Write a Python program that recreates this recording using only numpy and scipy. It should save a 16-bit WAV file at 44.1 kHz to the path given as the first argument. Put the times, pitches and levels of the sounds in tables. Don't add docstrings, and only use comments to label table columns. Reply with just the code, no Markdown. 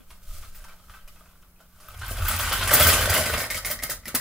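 import sys
import numpy as np
from scipy import signal
from scipy.io import wavfile
from scipy.ndimage import uniform_filter1d

SR = 44100
rng = np.random.default_rng(int(sys.argv[2]) if len(sys.argv) > 2 else 0)


def materialize(psi):
    bounded = np.clip(np.atleast_2d(psi).T, -1, 1)
    quanta = np.round(bounded * 32767).astype(np.int16)
    wavfile.write(sys.argv[1], SR, quanta)


def ratio_of_db(decibels):
    return 10 ** (np.asarray(decibels, float) / 20)


N = 185528


def evened(x):
    return x / np.sqrt(np.mean(x ** 2) + 1e-20)


def drift(samples):
    once = uniform_filter1d(rng.standard_normal(N), samples)
    return evened(uniform_filter1d(once, samples))


def follow(rows):
    s, *columns = np.transpose(rows)
    t = np.arange(N) / SR
    return [ratio_of_db(np.interp(t, s, column, left=-120, right=-120)) for column in columns]


def colour(x, points):
    f, db = np.transpose(points)
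    hz = abs(np.fft.fftfreq(16384, 1 / SR))
    curve_db = np.interp(np.log(hz + 1), np.log(f + 1), db)
    log_gain = np.log(ratio_of_db(np.maximum(curve_db, -100)))
    impulse = np.fft.ifft(np.exp(np.conj(signal.hilbert(log_gain)))).real[:8192]
    return signal.oaconvolve(x, impulse)[:N]


def ring(x, modes):
    t = np.arange(SR // 8) / SR
    impulse = np.zeros(len(t))
    for hz, width, db in modes:
        envelope = width ** 1.5 * t * np.exp(-np.pi * width * t)
        impulse += ratio_of_db(db) * envelope * np.sin(2 * np.pi * hz * t)
    return signal.oaconvolve(x, impulse / np.linalg.norm(impulse))[:N]


def chatter(per_s, spread_db, clump_db):
    size = ratio_of_db(spread_db * np.minimum(rng.exponential(1, N), 4)) * rng.choice([-1, 1], N)
    present = rng.random(N) < per_s / SR
    return evened(size * present * ratio_of_db(clump_db * drift(400)))


def rattle(x, modes, wander_db):
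    out = np.zeros(N)
    for hz, width, db in modes:
        touch = x * rng.choice([-1, 1], N) * ratio_of_db(wander_db * drift(800))
        out += ratio_of_db(db) * ring(touch, [(hz, width, 0)])
    return out / np.linalg.norm([ratio_of_db(db) for _, _, db in modes])


def strikes(rows, modes, rise_s, t60_s, level_db):
    out, t = np.zeros(N + SR), np.arange(SR // 8) / SR
    rise = np.minimum(t / rise_s, 1)
    for s, db, hz in rows:
        rings = sum(ratio_of_db(part_db - 60 * k * t / t60_s) * np.sin(2 * np.pi * k * hz * t) for k, part_db in modes)
        out[round(s * SR):][:len(t)] += ratio_of_db(db + level_db) * rise * rings
    return out[:N]


# [f/Hz, level/dB]
HISS_COLOUR = [(12, -6), (30, 5.5), (110, -10.5), (220, -17.5), (400, -24.5), (700, -24.5), (1400, -26),
               (3000, -38), (6000, -40), (14000, -27), (16500, -28)]
# [f/Hz, level/dB]
HUM_TONES = [(178.6, -67)]


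def room_tone():
    t = np.arange(N) / SR
    hum = sum(np.sqrt(2) * ratio_of_db(db) * np.sin(2 * np.pi * hz * t) for hz, db in HUM_TONES)
    hiss = ratio_of_db(-56) * evened(colour(rng.standard_normal(N), HISS_COLOUR))
    return hiss, hum


# [f/Hz, t60/s]
ROOM_DECAY = [(200, 0.63), (1000, 0.22), (4000, 0.2), (15000, 0.18)]


def tail(gap_s):
    echoes = np.zeros(SR // 2)
    at = np.arange(0, len(echoes) - 20, 20)
    echoes[at + rng.integers(0, 20, len(at))] = rng.choice([-1., 1.], len(at))
    hz, t, z = signal.stft(echoes, SR, nperseg=256)
    f, t60 = np.transpose(ROOM_DECAY)
    decay = np.maximum(np.interp(np.log(hz + 1), np.log(f), t60), .03)
    echoes = signal.istft(z * ratio_of_db(-60 * t / decay[:, None]), SR, nperseg=256)[1]
    return np.pad(echoes / np.linalg.norm(echoes), (round(gap_s * SR), 0))


def room(x, gap_s):
    turn = np.arange(N) / SR * 7.0
    weights = [np.cos(turn) ** 2, np.sin(turn) ** 2, np.sin(2 * turn) / np.sqrt(2)]
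    return sum(signal.oaconvolve(x * w, tail(gap_s))[:N] for w in weights)


# [t/s, swing level/dB, upper mode's share level/dB]
PANEL_LOAD = [(1.75, -70, -19), (1.82, -67, 3), (1.91, -43.5, -11), (2.02, -34, 3.5), (2.04, -31.5, -5),
              (2.23, -25, -3), (2.32, -30.5, -1.5), (2.79, -29.5, -6), (2.81, -20, 1.5), (3.05, -29, -3.5),
              (3.1, -26.5, 4.5), (3.13, -34.5, 0.5), (3.35, -29, -0.5), (3.46, -43, -3),
              (4.14, -47.5, -5.5), (4.2, -61, -29)]
# [f/Hz, width/Hz]
PANEL_MODES = [(42, 18.5), (85, 34.7)]
# [t/s, level/dB]
PLANK_CARRY = [(1.8, -8), (2.6, -7.5), (2.8, -5), (3.4, -9), (4.21, 9.5)]
# [f/Hz, width/Hz, level/dB]
PLANK_MODES = [(151, 104, 7), (221.5, 57, -5.5), (229.5, 152, 5), (321, 82, -5.5)]


def floor_boom():
    load, upper = follow(PANEL_LOAD)
    levels = [load * np.sqrt(np.maximum(1 - upper ** 2, .01)), load * upper]
    board_flurry = knocks()[0][3]
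    flex = ratio_of_db(-14.5) * rolling() * follow(PLANK_CARRY)[0] + ratio_of_db(-12.5) * board_flurry
    out = flex * ring(rng.standard_normal(N), PLANK_MODES)
    for level, (hz, width) in zip(levels, PANEL_MODES):
        wandering_hz = hz + 0.293 * width * drift(1500)
        swing = np.sin(2 * np.pi * np.cumsum(wandering_hz) / SR)
        shudder = evened(ring(rng.standard_normal(N), [(hz, width, 0)]))
        out += level * (0.69 * swing + 0.64 * shudder)
    return out


# [t/s, hand jostling level/dB, sitter shifting weight level/dB]
RUG_MOVES = [(0.0, -53.5, -60), (0.058, -73, -55), (0.118, -60, -47), (0.2, -64, -54.5), (0.33, -62, -35.5),
             (0.444, -54, -40), (0.51, -66, -45.5), (0.64, -54, -49), (0.8, -64, -52), (0.966, -61, -45.5),
             (1.05, -58, -65), (1.134, -73, -48), (1.204, -60.5, -52), (1.55, -73, -59.5),
             (1.606, -58.5, -67), (1.7, -69.5, -53.5), (1.82, -55, -57), (1.95, -48, -48.5)]
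# [f/Hz, level/dB]
RUSTLE_COLOUR = [(180, -68), (300, -39), (584, -2), (915, -33), (1250, 0), (1610, -8.5), (10900, -6.5),
                 (16000, -8.5)]
# [f/Hz, level/dB]
SWAY_COLOUR = [(4.7, -7.5), (8.0, 9.5), (28, -11), (65, -11), (92, -15.5), (150, -41), (160, -46),
               (210, -51), (350, -120)]
# [t/s, level/dB, f/Hz]
HEEL_THUDS = [(0.307, -27, 22), (0.40, -57, 13), (0.496, -36.5, 12.5), (0.607, -34.5, 23),
              (0.905, -36.5, 59), (1.055, -35.5, 19)]


def sitter():
    hand, shift = follow(RUG_MOVES)
    rustle = ratio_of_db(-9.5) * hand + ratio_of_db(-13) * shift
    brush = rustle * evened(colour(chatter(12000, 0.98, 1.7), RUSTLE_COLOUR))
    heels, t = np.zeros(N), np.arange(N) / SR
    for s, db, hz in HEEL_THUDS:
        heels += ratio_of_db(db) * np.cos(2 * np.pi * hz * (t - s)) * np.exp(-(2.0 * hz * (t - s)) ** 2)
    sway = ratio_of_db(2.0) * shift * evened(colour(rng.standard_normal(N), SWAY_COLOUR))
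    return brush, heels + sway


# [t/s, wheel chatter level/dB]
ROLL_LEVEL = [(1.8, -95), (1.95, -47.5), (2.03, -40), (2.08, -36.5), (2.14, -36.5), (2.29, -25.5),
              (2.5, -28), (2.59, -28), (2.69, -23.5), (2.73, -19), (2.8, -17.5), (2.84, -20.5),
              (2.89, -20.5), (3.05, -27.5), (3.15, -20.5), (3.22, -30), (3.44, -28.5), (3.495, -41.5),
              (4.0, -57), (4.21, -49)]
# [start t/s, length/s, wheel chatter level/dB]
LAST_LURCHES = [(3.506, 0.073, -42), (3.646, 0.088, -38.5), (3.82, 0.023, -34), (3.889, 0.027, -38),
                (4.069, 0.013, -40.5), (4.142, 0.0086, -31)]


def rolling():
    rise_s, fade_db_per_s = 0.0036, 351
    t, level = np.arange(N) / SR, follow(ROLL_LEVEL)[0]
    for s, length, db in LAST_LURCHES:
        rise = np.clip((t - s) / rise_s, 0, 1)
        level = level + rise * ratio_of_db(db - fade_db_per_s * np.maximum(t - s - length, 0))
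    return level


# [t/s, jingle level/dB, body level/dB, board level/dB, bounce t60/s]
WHEEL_KNOCKS = [(0.105, -37, -40.5, -75, 0.14), (0.426, -46, -42, -59, 0.19),
                (0.5468, -36.5, -46, -70, 0.41), (0.6412, -32.5, -38, -70, 0.056),
                (0.683, -43, -41.5, -49, 0.24), (0.896, -44, -41, -69, 0.23),
                (0.9373, -63, -45.5, -78, 0.51), (1.0765, -35, -44, -48, 0.12), (1.159, -62, -51, -60, 0.4),
                (1.206, -63, -63, -50, 0.16), (1.256, -59, -53, -55, 0.46),
                (1.426, -64.5, -49.5, -70, 0.14), (1.6024, -44, -53, -54, 0.15),
                (1.801, -39.5, -46.5, -65, 0.58), (1.8865, -40, -53, -72, 0.11),
                (2.013, -52, -32, -70, 0.61), (2.1087, -22.5, -53, -25.5, 0.16),
                (2.177, -45, -35, -31, 0.29), (2.2819, -15.5, -22, -62, 0.44),
                (2.395, -21.5, -20.5, -60, 0.93), (2.5215, -16.5, -18, -26, 0.33),
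                (2.609, -33, -23.5, -33, 0.37), (2.6748, -9.5, -27, -31, 0.11),
                (2.7095, -14, -13.5, -31, 0.2), (2.7342, -2, -48, -13.5, 0.14),
                (2.7974, -4, -15, -20.5, 0.42), (2.828, -18, -33, -41, 0.091),
                (2.8674, -3, -16.5, -9, 0.064), (2.8794, -13, -22, -45, 0.52),
                (2.9263, -20.5, -20.5, -23.5, 1), (3.0086, -13.5, -27, -27, 0.089),
                (3.0566, -7, -18, -19, 0.036), (3.097, -7, -18, -18, 0.075),
                (3.1392, -10.5, -15.5, -23, 0.21), (3.1745, -12.5, -30, -14.5, 0.25),
                (3.2092, -13, -45, -38, 0.033), (3.255, -21.5, -26.5, -27.5, 0.82),
                (3.3374, -21, -19.5, -18, 0.065), (3.375, -17.5, -32, -25, 0.22)]
# [t/s, jingle level/dB, body level/dB, board level/dB, bounce t60/s]
BOOK_BUMPS = [(3.502, -17.5, -24, -36, 0.24), (3.5448, -17.5, -27, -33, 0.12),
              (3.5666, -16.5, -30, -55, 0.11), (3.6478, -18, -26.5, -37, 0.083),
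              (3.6555, -17.5, -39, -34, 0.2), (3.6999, -15.5, -29, -31, 0.2),
              (3.7119, -14, -25.5, -42, 0.031), (3.79, -31, -31.5, -35, 0.064),
              (3.8252, -20.5, -35, -38, 0.27), (3.8353, -4.5, -45, -41, 0.017),
              (3.893, -22, -35, -32, 0.05), (3.8979, -11, -27, -38, 0.14), (4.0555, -23.5, -32, -38, 0.075),
              (4.079, -18.5, -38, -52, 0.1), (4.1433, -34, -40, -19, 0.048), (4.149, -4, -22.5, -54, 0.087)]


def knocks():
    flurries, blows, t = np.zeros((4, N + SR)), np.zeros((4, N + SR)), np.arange(SR // 2) / SR
    rise = np.minimum(t / np.array([[.003], [.001], [.001], [.002]]), 1)
    for rows, chassis_db, shell_db in [(WHEEL_KNOCKS, 0, -8), (BOOK_BUMPS, -5, 0)]:
        for s, jingle_db, body_db, board_db, t60 in rows:
            peaks = ratio_of_db(np.array([jingle_db, body_db + chassis_db, body_db + shell_db, board_db]))
            fall = 0.24 * ratio_of_db(-60 * t / 0.0054) + .5 * ratio_of_db(-60 * t / t60)
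            flurries[:, round(s * SR):][:, :len(t)] += peaks[:, None] * rise * fall
            blows[:, round(s * SR)] += peaks
    return flurries[:, :N], blows[:, :N]


# [t/s, level/dB]
AXLE_PINGS = [(1.8821, -44), (2.081, -34), (2.2817, -14), (2.3885, -24), (2.5287, -24), (2.7363, -9),
              (2.7936, -11), (2.8265, -12), (2.9856, -32), (3.1393, -19), (3.507, -29), (3.658, -27),
              (3.7125, -22), (3.8347, -30), (3.8981, -28), (4.1487, -15)]


def pings():
    t60_s, hz, width_hz = 0.048, 14450, 2000
    snaps, t = np.zeros(N + SR), np.arange(SR // 8) / SR
    for s, db in AXLE_PINGS:
        snaps[round(s * SR):][:len(t)] += ratio_of_db(db - 60 * t / t60_s)
    return ratio_of_db(-1.0) * ring(snaps[:N] * chatter(3400, 1.3, 1.1), [(hz, width_hz, 0)])


# [t/s, level/dB, f/Hz]
BOARD_THUMPS = [(1.21, -50, 645), (1.604, -44, 673), (1.613, -49, 650), (2.112, -35, 550),
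                (2.304, -22, 650), (2.399, -32, 570), (2.511, -22, 520), (2.609, -33, 566),
                (2.715, -9, 576), (2.765, -17, 630), (2.801, -7.5, 577), (2.811, -28, 597),
                (2.838, -36, 574), (2.867, -10, 670), (2.884, -17, 560), (2.95, -16, 573),
                (2.994, -15, 524), (3.049, -27, 643), (3.075, -13, 584), (3.097, -15, 520),
                (3.118, -19, 573), (3.14, -35, 590), (3.161, -22, 626), (3.204, -15, 610), (3.3, -19, 463),
                (3.333, -20, 587), (3.378, -44, 620), (3.416, -17, 541), (3.507, -31, 600),
                (3.548, -25.5, 600), (3.64, -31, 644), (3.702, -20, 615), (3.894, -25, 570),
                (4.084, -29, 566), (4.143, -35, 570)]
# [multiple of f, level/dB]
THUMP_PARTIALS = [(0.998, 1.5), (1.17, -14)]


def thumps():
    return strikes(BOARD_THUMPS, THUMP_PARTIALS, rise_s=0.0022, t60_s=0.038, level_db=-5)


# [t/s, level/dB, f/Hz]
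BODY_CLACKS = [(.109, -52, 1270), (.434, -36, 1180), (.312, -47, 1240), (.366, -42, 1210),
               (.447, -41, 1300), (.607, -46, 1560), (.6425, -40, 1340), (.651, -38, 940),
               (.659, -50, 1370), (.661, -51, 3070), (.6844, -45, 1420), (.696, -43, 2310),
               (.704, -41, 1230), (.726, -44, 1350), (.74, -48, 890), (.800, -45, 1250), (.838, -52, 1300),
               (.871, -55, 1240), (.884, -44, 1300), (.897, -33, 1255), (.916, -48, 1560),
               (.937, -40, 1270), (.947, -35.5, 1220), (.957, -41, 1270), (.971, -39, 1300),
               (1.0765, -43, 2470), (1.082, -43, 2980), (1.176, -54, 2550), (1.257, -53, 2600),
               (1.356, -48, 1410), (1.43, -48, 1400), (1.562, -54, 2540), (1.622, -51, 1510),
               (1.16, -48, 2590), (1.208, -40, 1230), (1.427, -55, 2600), (1.603, -46, 1380),
               (1.886, -31, 1290), (2.016, -25, 1450), (2.021, -34, 1560), (2.032, -25, 1560),
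               (2.033, -37, 2600), (2.046, -33, 1490), (2.048, -32, 3080), (2.056, -31, 1560),
               (2.102, -33, 1550), (2.172, -31, 3350), (2.222, -27, 1300), (2.233, -30, 1420),
               (2.266, -19, 1490), (2.298, -32, 1440), (2.312, -17, 1300), (2.322, -21, 1480),
               (2.36, -36, 1400), (2.378, -26, 1480), (2.089, -29, 1560), (2.146, -39, 1330),
               (2.17, -33, 1300), (2.208, -28, 1330), (2.25, -24, 1210), (2.283, -27, 1520),
               (2.396, -23, 1100), (2.474, -16, 1170), (2.524, -22, 1170), (2.532, -27, 3080),
               (2.622, -31, 1140), (2.631, -19, 3260), (2.694, -13.5, 1820), (2.7115, -12, 1300),
               (2.7223, -31, 1270), (2.732, -16, 3400), (2.778, -19, 3400), (2.798, -17, 3400),
               (2.8006, -11, 1300), (2.812, -19, 1300), (2.84, -21, 1450), (2.866, -19, 4810),
               (3.093, -19, 4850), (3.144, -22, 4880), (3.19, -19, 3040), (3.223, -20, 1950),
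               (3.26, -23, 4950), (3.339, -23, 3470), (3.362, -22, 1500), (3.375, -24, 5000),
               (3.428, -25, 1920), (3.459, -28, 1900), (3.463, -31, 1400), (3.503, -28, 3770),
               (3.5025, -28, 5100), (3.648, -26, 5000), (3.649, -35, 3770), (3.712, -28, 4950),
               (2.822, -12, 1370), (2.823, -11, 3370), (2.866, -12, 1560), (2.881, -19, 1460),
               (2.889, -13, 2480), (2.926, -10, 1190), (3.0075, -15, 1220), (3.018, -17, 1640),
               (3.057, -16, 1520), (3.118, -16.5, 1480), (3.132, -16, 1480), (3.165, -11.5, 2060),
               (3.1435, -10, 1503), (3.152, -19.5, 2920), (3.183, -14.5, 1103), (3.261, -18, 2050),
               (3.298, -15.5, 1485), (3.3454, -19.5, 1900), (3.376, -25, 2140), (3.407, -23, 1900),
               (3.5022, -20, 2140), (3.5105, -30, 2090), (3.5448, -18.5, 2220), (3.5544, -27, 2260),
               (3.5675, -30, 2150), (3.524, -25, 1980), (3.535, -29, 1900), (3.562, -31, 3160),
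               (3.569, -25.5, 3160), (3.578, -28, 1300), (3.589, -30, 1550), (3.607, -37, 1900),
               (3.682, -25, 1900), (3.708, -31, 2060), (3.724, -34, 1900), (3.743, -35, 1850),
               (3.648, -19.5, 2170), (3.657, -23, 2130), (3.6697, -25, 1900), (3.6985, -27, 2080),
               (3.716, -27.5, 3160), (3.7902, -26.5, 1960), (3.7995, -29, 2070), (3.8256, -25, 2160),
               (3.8352, -24, 2140), (3.848, -32, 2100), (3.859, -33, 2200), (3.879, -34, 2150),
               (3.900, -39, 2000), (3.924, -35, 1290), (3.936, -34, 1260), (3.982, -47, 1340),
               (4.037, -44, 2070), (4.088, -29, 1346), (4.109, -36, 1300), (4.128, -68, 1370),
               (4.168, -26, 2060), (4.172, -29, 1040), (4.184, -26, 1900), (3.911, -25, 1630),
               (3.916, -23.5, 1300), (4.056, -25.5, 1980), (4.0655, -29, 2030), (4.080, -28, 2270),
               (4.098, -33.5, 1300), (4.1495, -24, 1620), (4.157, -25, 2050), (4.160, -24.5, 1030),
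               (4.198, -25, 1630)]
# [multiple of f, level/dB]
CLACK_PARTIALS = [(1, -0.5), (1.13, -11), (1.62, -18), (2.7, -9.5)]


def clacks():
    return strikes(BODY_CLACKS, CLACK_PARTIALS, rise_s=.0007, t60_s=.038, level_db=-3.5)


# [f/Hz, level/dB]
TICK_COLOUR = [(1000, -47), (2400, -4.5), (4500, -2.5), (7000, 0), (11000, 2), (14000, -6.5), (15300, -18),
               (16500, -3)]
# [f/Hz, level/dB]
CRACK_COLOUR = [(600, -40), (1500, -15), (2500, -38), (5500, 12.5), (12000, -26)]
# [f/Hz, width/Hz, level/dB]
AXLE_MODES = [(4900, 1300, -4), (6300, 1400, -6), (7800, 1400, -4), (9700, 1200, -1), (11200, 1400, -3),
              (12800, 1300, -2), (14800, 1100, 1.5)]
# [f/Hz, width/Hz, level/dB]
CHASSIS_MODES = [(1064, 700, -4), (1170, 69, -8), (1300, 150, -5.5), (1460, 105, -5.5), (1560, 133, -5)]
# [f/Hz, width/Hz, level/dB]
FRAME_MODES = [(2353, 650, -2), (2600, 510, -2), (3068, 280, -1.5), (3377, 280, -6.5), (3290, 2900, 1)]
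# [f/Hz, width/Hz, level/dB]
SHELL_MODES = [(1900, 300, 1.5), (2070, 65, -9.5), (2170, 270, -4), (3160, 75, -13), (3950, 780, -5.5),
               (4950, 360, -8.5)]
# [f/Hz, width/Hz, level/dB]
HOLLOW_MODES = [(790, 270, -7), (594, 337, 12.5), (668, 107, 5.5), (650, 270, 3.5)]
# [t/s, upper base level/dB, shell level/dB]
FREEDOM = [(0, -4.5, 0), (.7, -7.5, 1), (1.2, -8.5, -1), (1.9, -8, -1), (2.1, -2, -8), (2.3, -5, -1.5),
           (2.7, -7, -1.5), (3.0, -4, -3), (3.3, -4.5, 2.5), (3.5, -6, -1), (3.8, -13.5, 0), (4.21, -5, 0)]


def cars():
    on_rug = np.arange(N) / SR < 2.7
    roll = ratio_of_db(1.05 * drift(300)) * rolling()
    jingle, chassis = ratio_of_db(-1.9) * roll, ratio_of_db(-3.5) * roll
    shell, hollow = ratio_of_db(-8.5 - 4 * on_rug) * roll, ratio_of_db(-6.5 - 9.5 * on_rug) * roll
    handled = follow(RUG_MOVES)[0]
    base_free, shell_free = follow(FREEDOM)

    flurries, blows = knocks()
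    wheels, bounces = chatter(800, 1.94, 0.5), chatter(4000, 1.56, 0.53)
    hits = flurries * bounces + ratio_of_db(np.array([[3.0], [14.0], [16.0], [15.0]])) * blows

    shake = ratio_of_db(-5.5) * jingle * chatter(6600, 1.0, 2.6) + ratio_of_db(-7.0) * hits[0]
    ticks = 0.74 * colour(shake, TICK_COLOUR) / np.std(colour(wheels, TICK_COLOUR))
    axles = .55 * rattle(shake, AXLE_MODES, 3.5)
    cracks = ratio_of_db(9.5) * colour(.2 * blows[1] + blows[2], CRACK_COLOUR)

    base_drive = ratio_of_db(-4.5) * (chassis + handled) * wheels + ratio_of_db(-3.5) * hits[1]
    base = ratio_of_db(-1.5) * rattle(base_drive, CHASSIS_MODES, 2.47)
    frame = rattle(base_drive * base_free, FRAME_MODES, 3.9)
    shell_drive = (shell + ratio_of_db(-27.0) * handled) * wheels + ratio_of_db(-3.5) * hits[2]
    shell_ring = rattle(shell_free * shell_drive, SHELL_MODES, 0.81)
    board_drive = (ratio_of_db(-10.0) * hollow + ratio_of_db(-11.5) * handled) * wheels + ratio_of_db(-7.0) * hits[3]
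    boards = rattle(board_drive, HOLLOW_MODES, 1.33)
    return ticks + axles + cracks + base + frame + shell_ring + boards


# [f/Hz, level/dB]
PORT_SPREAD = [(30, -21), (60, -27), (90, -42), (180, -20.5), (700, -12), (1400, -5), (2800, 2),
               (5500, 6.5), (9000, 4.5), (16000, 5.5)]


def scene():
    boom = floor_boom()
    brush, sway = sitter()
    hiss, hum = room_tone()
    near = cars() + thumps() + clacks() + pings() + brush
    total = ratio_of_db(-0.5) * near + ratio_of_db(-9.0) * room(near, .003) + boom + sway + hiss + hum
    floor_other = ratio_of_db(-1.5) * np.roll(boom + sway, 3000)
    other = ratio_of_db(-7.5) * room(near, 0.00076) + floor_other + hiss[::-1]
    lead = .3 * np.gradient(total)
    difference = colour(other, PORT_SPREAD) - lead
    return np.array([total + difference, total - difference])


def narrow(pair):
    above_hz, under_db = 6560, -66.5
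    total, difference = (pair[0] + pair[1]) / 2, (pair[0] - pair[1]) / 2
    hz, _, z = signal.stft(difference, SR, nperseg=2048)
    band = (hz // 700).astype(int)
    power = np.array([(abs(z[band == b]) ** 2).mean(0) for b in range(band[-1] + 1)])
    level_db = 10 * np.log10(power + 1e-20)
    wander_db = 12.8 * evened(uniform_filter1d(rng.standard_normal(level_db.shape), size=4, axis=1))
    kept = np.clip((level_db + wander_db - under_db) / 2, 0, 1)[band]
    z = z * np.where(hz[:, None] > above_hz, kept, 1)
    difference = signal.istft(z, SR, nperseg=2048)[1][:N]
    return np.array([total + difference, total - difference])


def band_limit(x):
    return signal.sosfilt(signal.butter(12, 16650, fs=SR, output="sos"), x)


def record(dry):
    edge = signal.firwin(511, 15800, window=("kaiser", 9), fs=SR)
    mix = narrow(signal.oaconvolve(dry, edge[None], "same"))
    return band_limit(mix)


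dry = scene()
out = record(dry)
materialize(out)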